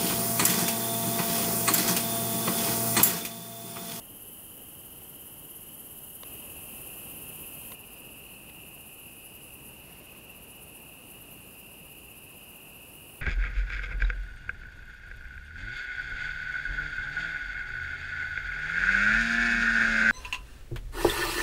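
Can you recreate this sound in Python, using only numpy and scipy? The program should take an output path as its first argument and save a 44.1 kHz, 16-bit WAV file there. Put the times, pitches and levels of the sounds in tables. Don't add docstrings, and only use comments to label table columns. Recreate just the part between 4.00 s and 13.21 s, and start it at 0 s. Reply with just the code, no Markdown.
import sys
import numpy as np
from scipy import signal
from scipy.fft import rfft, irfft, next_fast_len
from scipy.io import wavfile
from scipy.ndimage import uniform_filter1d, map_coordinates

SR = 44100
rng = np.random.default_rng(int(sys.argv[2]) if len(sys.argv) > 2 else 0)


def generate_wav(signal):
    frames = np.transpose(np.atleast_2d(signal))
    scaled = np.clip(frames, -1, 1) * 32767
    pcm = np.round(scaled).astype(np.int16)
    wavfile.write(sys.argv[1], SR, pcm)


N = 406161
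T = np.arange(N) / SR


def amp(db):
    return 10 ** (np.asarray(db) / 20)


def unit(x):
    return x / np.sqrt(np.mean(x ** 2) + 1e-20)


def along(points, hz):
    f, v = np.transpose(points)
    return np.interp(np.log(hz + 1), np.log(f + 1), v)


def curves(rows):
    seconds, *columns = np.transpose(rows)
    return [np.interp(T, seconds, column) for column in columns]


def wobble(rate):
    return map_coordinates(rng.standard_normal(int(N * rate / SR) + 4), [T * rate])


def filtered(x, response):
    m = next_fast_len(N + 8192)
    return irfft(rfft(x, m) * response(np.fft.rfftfreq(m, 1 / SR)), m)[:N]


def patchy_noise(spectrum, patchy_db):
    z = signal.stft(rng.standard_normal(N), nperseg=256)[2]
    patches = uniform_filter1d(rng.standard_normal(z.shape), 6, 0)
    patches = uniform_filter1d(patches, 12, 1)
    x = signal.istft(z * amp(patchy_db * unit(patches)), nperseg=256)[1][:N]
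    return unit(filtered(x, lambda hz: amp(along(spectrum, hz))))


def scrape(wing):
    strikes = rng.standard_normal(N) * (rng.random(N) < .5)

    def ring(f):
        return sum(amp(db) * (f * w) ** 2 / ((c * c - f * f) ** 2 + (f * w) ** 2) for c, w, db in wing)

    return unit(filtered(strikes, ring))


def rumble_and_hiss(floor, floor_db):
    return amp(floor_db + 0.4 * wobble(2)) * patchy_noise(floor, patchy_db=.5)


def hum():
    # pitch in Hz, middle level in dB.
    hum_tones = [(59.2, -76)]
    out = np.zeros(N)
    for hz, db in hum_tones:
        level = np.sqrt(2) * amp(db + 2.8 * wobble(4.5))
        out += level * np.sin(2 * np.pi * hz * T + 1.1 * wobble(5))
    return out


def thin_singers():
    # start in seconds, end in seconds, wing tone in Hz, its width in Hz, middle level in dB.
    thin_bands = [(0, 3.75, 6600, 300, -78), (3.85, 4.2, 4950, 250, -78.5), (5.05, 5.5, 4950, 250, -78),
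                  (7.5, 8.9, 4950, 300, -79.5), (2.25, 9.3, 7000, 350, -79)]
    out = np.zeros(N)
    for start, end, hz, width, db in thin_bands:
        gate = np.clip(np.minimum(T - start, end - T) / 0.011, 0, 1)
        out += gate * amp(db + 2.4 * wobble(10)) * scrape([(hz, width, 0)])
    return out


def bird():
    # middle in seconds, top pitch in Hz, level in dB.
    chirps = [(4.242, 4150, -71), (4.288, 4300, -71), (4.344, 4300, -67)]
    half_s, arch_hz = .007, 110
    out = np.zeros(N)
    for s, hz, db in chirps:
        u = np.clip((T - s) / half_s, -4, 4)
        swell = np.exp(-u ** 2 / 2) * (np.abs(u) < 4)
        turns = half_s * (hz * u - arch_hz * u ** 3 / 3)
        out += amp(db) * swell * np.sin(2 * np.pi * turns)
    return np.sqrt(2) * out


def sleeve():
    # middle in seconds, half length in seconds, peak level in dB.
    rustles = [(5.937, 0.082, -62.5), (6.166, .04, -64)]
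    # frequency in Hz, relative level in dB.
    cloth = [(600, -37), (1500, -3), (2100, 4), (4400, -10), (5400, -9), (12000, -60)]
    brush = sum(amp(db) * np.exp(-.5 * ((T - s) / half) ** 2) for s, half, db in rustles)
    return brush * patchy_noise(cloth, patchy_db=1)


def reel():
    # start in seconds, gain in dB, seconds until the bounce, pitch in Hz that the blow favours,
    # loss in dB of tones one octave from that pitch.
    ticks = [(2.232, -32, 0.00171, 1500, 0), (3.718, -34, 0.00199, 2300, 1), (4.495, -41.5, 0.002, 2100, 8)]
    # pitch in Hz, relative level in dB, seconds to fade by 60 dB.
    reel_tones = [(500, -1, 0.01), (1034, -0.5, .012), (2120, -2, 0.0085), (2870, 3, 0.0063),
                  (3770, -1.5, 0.011), (4400, -2.5, 0.0052), (6030, -3, 0.0045), (7200, -9, 0.0049)]
    out, t = np.zeros(N), np.arange(SR // 20) / SR
    for s, db, bounce, focus_hz, fall_db in ticks:
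        for delay, gain in ((0, .6), (bounce, 1)):
            ring = np.zeros(len(t))
            for hz, level, t60 in reel_tones:
                tone_db = level - fall_db * np.log2(hz / focus_hz) ** 2 + rng.normal(0, 0.78)
                ring += amp(tone_db - 60 * t / t60) * np.sin(2 * np.pi * hz * t)
            dull_crack = uniform_filter1d(rng.standard_normal(len(t)), size=7)
            ring += 1.6 * amp(-60 * t / 0.0063) * dull_crack
            onset = 1 - np.exp(-t / 0.00054)
            out[round((s + delay) * SR):][:len(t)] += gain * amp(db) * ring * onset
    return out


def rasps(rise_s=0.015, fall_s=0.0086):
    # peak in seconds, level in dB, share of the low wing sound in the power from 0 to 1.
    lone_rasps = [(4.996, -51, 0), (5.031, -53, .7), (5.17, -55, .6), (5.266, -49.5, .4),
                  (5.358, -48, 0.04), (5.444, -49, 0.5), (5.543, -47, .3), (5.663, -51, 0.26),
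                  (5.69, -49.5, .2), (6.516, -51, 0.8), (6.636, -49, .6), (6.767, -48.5, 0.6),
                  (7.116, -47.5, .2), (7.22, -50, .05), (7.331, -47.5, 0), (7.597, -49, .1),
                  (7.918, -54, .05)]
    # pitch in Hz, width in Hz, relative level in dB.
    low_wing = [(8300, 2500, -20), (10070, 680, 2)]
    high_wing = [(6500, 3500, -20.5), (11800, 1800, 5), (14200, 3000, -6)]
    low, high = np.zeros(N), np.zeros(N)
    for s, db, share in lone_rasps:
        swell = amp(db) * np.exp(-.5 * ((T - s) / np.where(T < s, rise_s, fall_s)) ** 2)
        low += np.sqrt(share) * swell
        high += np.sqrt(1 - share) * swell
    return low * scrape(low_wing) + high * scrape(high_wing)


def far_katydids(far, far_db):
    buzz_from_s, buzz_rise_s, buzz_depth, buzz_hz = 6.4, .4, .17, 59
    buzz_in = np.clip((T - buzz_from_s) / buzz_rise_s, 0, 1)
    buzz = 1 + buzz_depth * buzz_in * np.sin(2 * np.pi * buzz_hz * T)
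    return amp(far_db + 0.39 * wobble(12)) * buzz * patchy_noise(far, patchy_db=1.04)


def crickets(trill, span, count=44):
    lo_hz, hi_hz = trill[1][0], trill[-2][0]
    first = round(span[0] * SR)
    t = T[first:round(span[1] * SR)]
    choir = np.zeros(N)
    for k, (place, speed, offset) in enumerate(rng.random((count, 3))):
        hz = lo_hz + (hi_hz - lo_hz) * (k + place) / count
        strokes = (30 + 34 * speed) * (t - t[0]) + offset
        phase = 2 * np.pi * rng.random(640)[strokes.astype(int)]
        swell_db = np.interp(t, np.arange(200) / 20, rng.normal(0, 2.3, 200))
        tone = np.sin(np.pi * strokes) ** 2 * np.sin(2 * np.pi * hz * t + phase)
        choir[first:][:len(t)] += amp(along(trill, hz) + swell_db) * tone
    return choir / np.std(choir[choir != 0])


def near_katydid(bouts, wing, peak=0.84):
    slowing = .2
    lead_share = .14
    swell_share, swell_db, fade_share, fade_db = 0.39, 5, 0.43, 4
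    song = np.zeros(N)
    for start, end, rate, db in bouts:
        t = np.clip(T - start, -.5 / rate, end - start)
        singing = t == T - start
        count = rate * t - slowing * t ** 2 / 2 + peak - lead_share
        u = count % 1
        size_db = rng.normal(0, 0.75, 128)[count.astype(int)]
        rise_and_fall = np.where(u < peak, u / peak, (1 - u) / (1 - peak))
        stroke = np.sqrt(8 / 3) * np.sin(np.pi / 2 * rise_and_fall) ** 2
        done = t / (end - start)
        soft_db = swell_db * np.clip(1 - done / swell_share, 0, 1)
        soft_db += fade_db * np.clip(1 - (1 - done) / fade_share, 0, 1)
        song += singing * stroke * amp(db - soft_db + size_db)
    return song * scrape(wing)


def moment(span, chorus, bouts, wing, far, trill, floor, floor_db):
    far_db, trill_db = curves(chorus)
    sound = rumble_and_hiss(floor, floor_db) + far_katydids(far, far_db)
    sound += amp(trill_db) * crickets(trill, span) + near_katydid(bouts, wing)
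    cut_in = np.clip((T - span[0]) / .003 + 1, 0, 1)
    cut_out = np.clip((span[1] - T) / .003, 0, 1)
    return sound * cut_in * cut_out


def first_moment():
    span = (0, 3.749)
    # time in seconds, far katydids in dB, crickets in dB.
    chorus = [(0, -47.5, -59), (.5, -46.5, -58), (1, -48, -58.5), (3.75, -45.5, -59)]
    # first stroke in seconds, end in seconds,
    # strokes per second at the start, full level in dB.
    bouts = [(-.01, .52, 17.28, -51), (.57, 3.9, 17.17, -48.8)]
    # pitch in Hz, width in Hz, relative level in dB.
    wing = [(7700, 2300, -25), (10300, 1100, -11), (11480, 420, -3), (12000, 1700, -9), (13800, 2700, -18)]
    # frequency in Hz, relative level in dB.
    far = [(3530, -53), (6000, -38), (6450, -26), (7010, -19.5), (8840, -9.5), (10200, -1.5), (11400, 0),
           (12800, -2), (15100, -4), (17000, -6.5)]
    trill = [(1470, -51), (2500, -8), (2780, -2.5), (2910, 4), (3020, 1), (3130, 0.5), (3350, -18.5),
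             (4360, -57), (7370, -120)]
    floor = [(12, -19), (25, -1), (60, -2.5), (80, -0.5), (130, 0), (300, -1.5), (1000, -12), (1600, -17.5),
             (2300, -20.5), (4000, -25), (6000, -25), (9000, -26), (20000, -56)]
    return moment(span, chorus, bouts, wing, far, trill, floor, floor_db=-53.5)


def second_moment():
    span = (2.25, 9.3)
    chorus = [(2.25, -49.5, -54), (3.3, -49.5, -53), (3.8, -52, -52), (4.15, -51, -52), (5.68, -51, -54.2),
              (5.72, -52.5, -54.5), (6.3, -57, -54), (6.9, -51.5, -54), (8.4, -54.5, -54),
              (9.21, -51.5, -54)]
    bouts = [(2.589, 4.37, 15.78, -50.5), (4.428, 5.3, 15.8, -53.5), (5.734, 6.95, 15.8, -54),
             (7.407, 9.15, 15.67, -55)]
    wing = [(7540, 3000, -23), (10200, 1800, 3), (11920, 1000, 3), (12040, 2000, 4.5), (14200, 6700, -0.5)]
    far = [(3530, -47), (6000, -30), (6930, -20.5), (7810, -13), (9970, -0.5), (11400, 2.5), (12100, 0),
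           (14000, -4.5), (17000, -6)]
    trill = [(1350, -47), (2300, -20), (2520, -1.5), (2760, 3), (2920, -2), (3130, -16.5), (3250, -30),
             (4220, -66), (7150, -120)]
    floor = [(12, -36), (25, -6), (60, 2), (80, -2), (130, 0.5), (300, -2.5), (1000, -11.5), (1600, -18.5),
             (2300, -20.5), (4000, -24.5), (6000, -27), (9000, -27), (20000, -60)]
    return moment(span, chorus, bouts, wing, far, trill, floor, floor_db=-53.0)


def scene():
    small_sounds = hum() + thin_singers() + bird() + sleeve() + reel() + rasps()
    return (small_sounds + first_moment() + second_moment())[None]


def record(dry):
    top_hz = 15745
    return filtered(dry[0], lambda hz: amp(-120 * np.clip((hz - top_hz) / 200, 0, 1)))[None]


dry = scene()
out = record(dry)
generate_wav(out)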